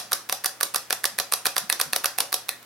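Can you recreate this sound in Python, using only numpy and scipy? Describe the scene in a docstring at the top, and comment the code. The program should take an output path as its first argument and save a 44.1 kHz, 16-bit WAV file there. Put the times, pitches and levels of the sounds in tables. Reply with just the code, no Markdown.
"""A slide switch on a loose circuit board, worked back and forth in a small hard room over a faint hum.
From the start, about seven throws a second: the slider scrapes, the sprung detent snaps over with a
hollow tock, the slider cracks against its end stop, the board rings briefly and the room answers.
Between 1.1 and 1.9 s the hand bumps the board softly. Last snap at 2.5 s, then one faint tick."""
import sys
import numpy as np
from scipy import signal
from scipy.fft import rfft, irfft, next_fast_len
from scipy.io import wavfile

SR = 44100
rng = np.random.default_rng(int(sys.argv[2]) if len(sys.argv) > 2 else 0)


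def to_wav(sig):
    """Store sig (one row per channel, or 1-D mono) as 16-bit WAV at the path in sys.argv[1].

    Samples outside -1..1 are clipped; the rate is SR.
    """
    pcm = np.clip(np.atleast_2d(sig), -1, 1) * 32767
    pcm = np.round(pcm).astype(np.int16)
    wavfile.write(sys.argv[1], SR, pcm.T)  # frames by channels


N = 116865
PAD = SR // 10  # samples ahead of t = 0
M = N + PAD
T = np.arange(SR // 10) / SR  # time axis of one contact, s

# detent snaps: t/s, crack/dB, treble tilt/dB, tock/dB, nominal tock f/Hz, housing/dB, spring/dB
SNAPS = [(0.119, -19.5, -2, -8.5, 1360, -23, -10), (0.2958, -18, -2, -15.5, 1290, -20.5, -15),
         (0.444, -16.5, 1.5, -10, 1640, -19, -8), (0.6094, -15.5, 0.5, -10, 1522, -22, -20),
         (0.7448, -18, -0.5, -11.5, 1340, -17, -7), (0.9058, -15.5, -4, -10.5, 1610, -13, -31),
         (1.0411, -16, 1, -6.5, 1680, -36, -7), (1.1867, -14.5, 1.5, -11, 1800, -12.5, -9),
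         (1.3226, -16, -2, -10, 1322, -20, -2), (1.4554, -15.5, 1, -7, 1530, -10, -7),
         (1.5648, -15.5, -4, -8, 1397, -36, -14), (1.699, -12, 3.5, -6, 1885, -9, -4),
         (1.7991, -18.5, -1, -8.5, 1415, -12.5, -5), (1.9321, -13, -2.5, -10.5, 1696, -12, -14),
         (2.0432, -15, 3, -6, 1430, -14.5, -11), (2.185, -12.5, 0, -12.5, 857, -13, -8),
         (2.3271, -15, 0.5, -12, 1490, -26, -13), (2.4907, -14.5, 1.5, -13, 2000, -13.5, -14)]
# end-stop hits: t/s, crack/dB, treble tilt/dB, knock/dB
STOPS = [(-0.022, -9, 1, -13.5), (0.1304, -7.5, 2, -18.5), (0.3249, -11, 0.5, -16),
         (0.4589, -9.5, 1.5, -19), (0.6304, -8, 3.5, -15), (0.759, -10, 2.5, -16.5),
         (0.9265, -10, 1.5, -15.5), (1.054, -9.5, 0.5, -17.5), (1.1989, -12.5, -3, -14.5),
         (1.3358, -8, 3, -17), (1.4669, -10.5, -0.5, -13.5), (1.5801, -9.5, 2, -18),
         (1.7254, -11, -1, -16.5), (1.8124, -8.5, 1.5, -17.5), (1.9612, -10.5, 1, -14),
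         (2.057, -9, 0.5, -17), (2.2035, -9, -1, -14), (2.3415, -9, 3, -18)]
# slider friction spectrum: f/Hz, level/dB
SCRAPE_COLOUR = [(100, -43), (1000, -10), (5000, -13), (7500, -13), (10000, -10.5), (13000, -4),
                 (16000, -15)]
# diffuse room sound: f/Hz, left-right coherence
ROOM_COHERENCE = [(150, 0.49), (700, 0.81), (1500, 0.61), (3000, 0.3), (12000, 0.017)]


def amp(db):
    return 10 ** (np.asarray(db) / 20)


def unit_rms(x):
    return x / np.sqrt(np.mean(x ** 2) + 1e-20)


def along(points, hz):
    """Interpolate (f/Hz, value) points on a log axis."""
    f, values = np.transpose(points)
    return np.interp(np.log(hz + 1), np.log(f + 1), values)


def filtered(x, response):
    """Apply the gain response(hz)."""
    n = x.shape[-1]
    size = 2 * next_fast_len(n // 2 + 4096)
    return irfft(rfft(x, size) * response(np.fft.rfftfreq(size, 1 / SR)), size)[..., :n]


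def minimum_phase(db):
    """Causal unit-power response of the given shape."""
    cepstrum = irfft(np.log(unit_rms(amp(db))))
    half = len(cepstrum) // 2
    cepstrum[1:half] *= 2
    cepstrum[half + 1:] = 0
    return np.exp(rfft(cepstrum))


def spread(pair, coherence):
    """Mix two independent signals to left and right."""
    angle = lambda hz: np.arccos(np.clip(along(coherence, hz), -0.99, 0.99)) / 2
    mid, side = filtered(pair, lambda hz: np.array([np.cos(angle(hz)), np.sin(angle(hz))]))
    return np.array([mid + side, mid - side])


def add(track, t_s, sound):
    """Mix a sound into a padded track."""
    start = max(round(t_s * SR) + PAD, 0)
    part = track[:, start:start + sound.shape[-1]]
    part += sound[..., :part.shape[1]]


def varied(colour, sigma_db=1.6):
    """Random peaks and dips: every contact lands a little differently."""
    hz = np.geomspace(50, SR / 2, num=48)
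    return np.column_stack([hz, along(colour, hz) + sigma_db * rng.standard_normal(len(hz))])


def burst(colour, hold_s, t60_s, tilt_db=0, rise_s=0.0002):
    """Chatter of tiny contacts. Rows: left, right, an equal-energy pulse to drive the room."""
    # direct click: f/Hz, left-right coherence
    coherence = [(200, 0.91), (1000, 0.99), (2500, 0.56), (6000, 0.77), (14000, 0.23)]
    envelope = amp(-60 * np.maximum(T - hold_s, 0) / t60_s) * (1 - np.exp(-T / rise_s))
    spectrum = rfft(rng.standard_normal((2, len(T))) * envelope)
    chatter = irfft(spectrum / (np.abs(spectrum) + 1e-12), len(T)) * np.sqrt(envelope)  # whitened
    chatter /= np.linalg.norm(chatter, axis=1, keepdims=True)
    pulse = rng.choice([-1, 1]) * signal.unit_impulse(len(T), int(hold_s * SR / 2))
    rows = np.linalg.norm(envelope) * np.vstack([spread(chatter, coherence), pulse])
    shelf = [(6500, 0), (9500, 1)]  # f/Hz, share of tilt
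    return filtered(rows, lambda hz: minimum_phase(along(colour, hz) + tilt_db * along(shelf, hz)))


def ring(hz, rise_s, t60_s):
    """One damped mode."""
    return np.sin(2 * np.pi * hz * T) * amp(-60 * T / t60_s) * (1 - np.exp(-T / rise_s))


def air_and_hum(air_db=-50, hum_db=-68, hum_hz=118.4):
    """Quiet room air and an electrical hum."""
    # air spectrum: f/Hz, level/dB
    air_colour = [(25, -64), (70, -7.5), (120, -6), (200, 1), (600, 0.5), (1500, 2), (5000, -8),
                  (16000, -9)]
    noise = spread(rng.standard_normal((2, N)), ROOM_COHERENCE)
    air = filtered(noise, lambda hz: amp(along(air_colour, hz)))
    hum = np.sin(2 * np.pi * hum_hz * np.arange(N) / SR)
    return amp(air_db) * unit_rms(air) + amp(hum_db) * unit_rms(hum)


def room(x, highpass_hz=3450, tail_db=-6.5, rise_s=0.00072):
    """Two echoes off small hard surfaces, mostly treble, and a diffuse tail."""
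    # wall echoes: delay/s, left/dB, right/dB
    walls = [(.0205, -23, -28), (.0231, -28, -19)]
    # tail spectrum: f/Hz, level/dB
    tail_colour = [(100, 7), (250, 7), (400, 3.5), (750, 2), (1200, 2), (2200, 2), (4500, 1.5), (7500, 4),
                   (9500, -1.5), (15000, 2)]
    # tail decay: f/Hz, T60/s
    tail_t60 = [(150, .3), (450, 0.34), (1200, 0.32), (5000, 0.31), (9500, 0.29), (16000, 0.15)]
    out = np.zeros((2, M))
    bright = filtered(x, lambda hz: 1j * hz / (highpass_hz + 1j * hz))
    for delay_s, left_db, right_db in walls:
        add(out, delay_s - PAD / SR, amp([[left_db], [right_db]]) * bright)
    # a fresh tail from 2 ms before each snap and stop
    cuts = sorted(round(hit[0] * SR) + PAD - SR // 500 for hit in [*SNAPS, *STOPS])
    for start, end in zip([0] + cuts, cuts + [M]):
        hz, t, noise = signal.stft(rng.standard_normal((2, SR // 3)), SR, nperseg=256)
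        level_db = along(tail_colour, hz)[:, None] - 60 * t / along(tail_t60, hz)[:, None]
        tail = spread(signal.istft(noise * amp(level_db), SR, nperseg=256)[1], ROOM_COHERENCE)
        tail *= 1 - np.exp(-np.arange(tail.shape[1]) / SR / rise_s)
        tail *= amp(tail_db) / np.linalg.norm(tail[0])
        add(out, (start - PAD) / SR, signal.fftconvolve(x[None, start:end], tail, axes=1))
    return out


def board(x, ring_db=1.5):
    """The board adds its resonances to every contact."""
    # board modes: f/Hz, level/dB, T60/s
    modes = [(474, -9.5, 0.06), (561, 3.5, 0.15), (747.5, 3.5, 0.037), (1013, -6.5, 0.025),
             (1145, -1, 0.049), (1350, -25, 0.15), (1727, -4, 0.099), (1893, -7, 0.025), (3540, 0.5, 0.017),
             (3890, 2, 0.028), (4245, -3, 0.032), (4730, 2, 0.037), (5796, -9.5, 0.0099)]

    def response(hz):
        resonance = 0
        for mode_hz, db, t60_s in modes:
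            damping = 1j * hz * np.log(1000) / (np.pi * t60_s)
            resonance += amp(db) * damping / (mode_hz ** 2 - hz ** 2 + damping)
        return 1 + amp(ring_db) * resonance
    return filtered(x, response)


def handling():
    """Dull bumps of the hand, light ticks of the loose slider."""
    # hand bumps: t/s, level/dB
    bumps = [(1.107, -57.5), (1.614, -52.5), (1.854, -49.5)]
    # bump spectrum: f/Hz, level/dB
    bump_colour = [(30, -28), (90, -12), (150, 0), (230, 3), (400, -27), (2000, -55)]
    # slider ticks: t/s, level/dB
    ticks = [(1.462, -17), (2.628, -42.5)]
    out = np.zeros((3, M))
    for t_s, db in bumps:
        add(out, t_s, amp(db) * burst(bump_colour, hold_s=0.03, t60_s=0.027))
    for t_s, db in ticks:
        add(out, t_s, amp(db) * burst(SCRAPE_COLOUR, hold_s=0.0017, t60_s=0.011))
    return out


def end_stop(rub_s=0.0037, knock_lag_s=0.000984, mean_flight_s=0.0026, rebound_step_db=-6):
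    """The slider rubs home, cracks against the housing, knocks the board and rebounds twice."""
    # slider-on-housing spectrum: f/Hz, level/dB
    crack_colour = [(100, -34.5), (500, -7.5), (1400, -24.5), (2800, -2.5), (3800, -4.5), (5600, 3),
                    (7400, -8), (9300, 0), (11200, 4), (13000, -3), (16000, -12.5)]
    # board knock spectrum: f/Hz, level/dB
    knock_colour = [(30, -45), (120, -15), (300, -7.5), (700, -1), (1400, 0), (2300, -5), (5000, -17)]
    out = np.zeros((3, M))
    for t_s, crack_db, tilt_db, knock_db in STOPS:
        add(out, t_s - rub_s, amp(-30.5) * burst(SCRAPE_COLOUR, hold_s=rub_s, t60_s=0.019))
        crack = burst(varied(crack_colour), hold_s=0.00097, t60_s=0.016, tilt_db=tilt_db)
        add(out, t_s, amp(crack_db - 4) * crack)
        knock = burst(knock_colour, hold_s=0.0018, t60_s=0.019)
        add(out, t_s + knock_lag_s, amp(knock_db - 11) * knock)
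        flights_s = mean_flight_s * (0.5 + rng.random(size=2))
        for k, lag_s in enumerate(np.cumsum(flights_s), 1):
            rebound = burst(crack_colour, hold_s=0.00047, t60_s=0.0026, tilt_db=tilt_db)
            add(out, t_s + lag_s, amp(crack_db + k * rebound_step_db) * rebound)
    return out


def tock(nominal_hz, start_ratio=1.29, sag_s=0.00715, rise_s=0.0021, t60_s=0.011):
    """The board flexes: high bending waves arrive first, so the pitch falls."""
    cycles = nominal_hz * start_ratio * sag_s * (1 - np.exp(-T / sag_s))
    return np.sin(2 * np.pi * cycles) * amp(-60 * T / t60_s) * (1 - np.exp(-T / rise_s))


def detent(spring_hz=9210):
    """A scrape, then the detent snaps over: crack, hollow tock, housing ring, spring ping."""
    # snap spectrum: f/Hz, level/dB
    crack_colour = [(100, -21.5), (500, -5), (900, -6.5), (1600, -0.5), (3100, -8), (4100, -4),
                    (5900, -3.5), (7600, -12.5), (9400, 5), (10500, 1), (13000, 1), (16000, -15.5)]
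    # switch housing modes: f/Hz, level/dB
    housing_modes = [(2540, 1.5), (4350, -4)]
    out = np.zeros((3, M))
    for t_s, crack_db, tilt_db, tock_db, tock_hz, housing_db, spring_db in SNAPS:
        lead_s = 0.0048 * amp(-0.19 * (tock_db + 5.5))  # shorter on a harder throw
        add(out, t_s - lead_s, amp(-31) * burst(SCRAPE_COLOUR, hold_s=0.0013, t60_s=0.026))
        crack = burst(varied(crack_colour), hold_s=0.0015, t60_s=0.01, tilt_db=tilt_db)
        add(out, t_s, amp(crack_db - 2) * crack)
        add(out, t_s, amp(tock_db + 2.5) * tock(tock_hz))
        for mode_hz, mode_db in housing_modes:
            mode = ring(mode_hz * rng.normal(1, 0.025), rise_s=0.0015, t60_s=0.01)
            add(out, t_s, amp(housing_db + mode_db) * mode)
        ping = ring(spring_hz * rng.normal(1, 0.0073), rise_s=0.00017, t60_s=0.0055)
        add(out, t_s, amp(spring_db - 2) * ping)
    return out


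def scene():
    """The switch, a little to the right, in its room."""
    # direct-sound balance: f/Hz, left minus right/dB
    balance = [(200, -2.5), (600, -1.5), (1200, -2.5), (2200, -6.5), (4500, -7), (9000, -2.5), (14000, 0.5)]
    switch = board(detent() + end_stop() + handling())
    direct = filtered(switch[:2], lambda hz: amp(along(balance, hz) * np.array([[0.5], [-0.5]])))
    return (direct + room(switch[2]))[:, PAD:] + air_and_hum()


def record(dry, cutoff_hz=16100):
    """Clip at full scale, then a steep low-pass."""
    return filtered(np.clip(dry, -1, 1), lambda hz: 1 / np.sqrt(1 + (hz / cutoff_hz) ** 160))


dry = scene()
out = record(dry)
to_wav(out)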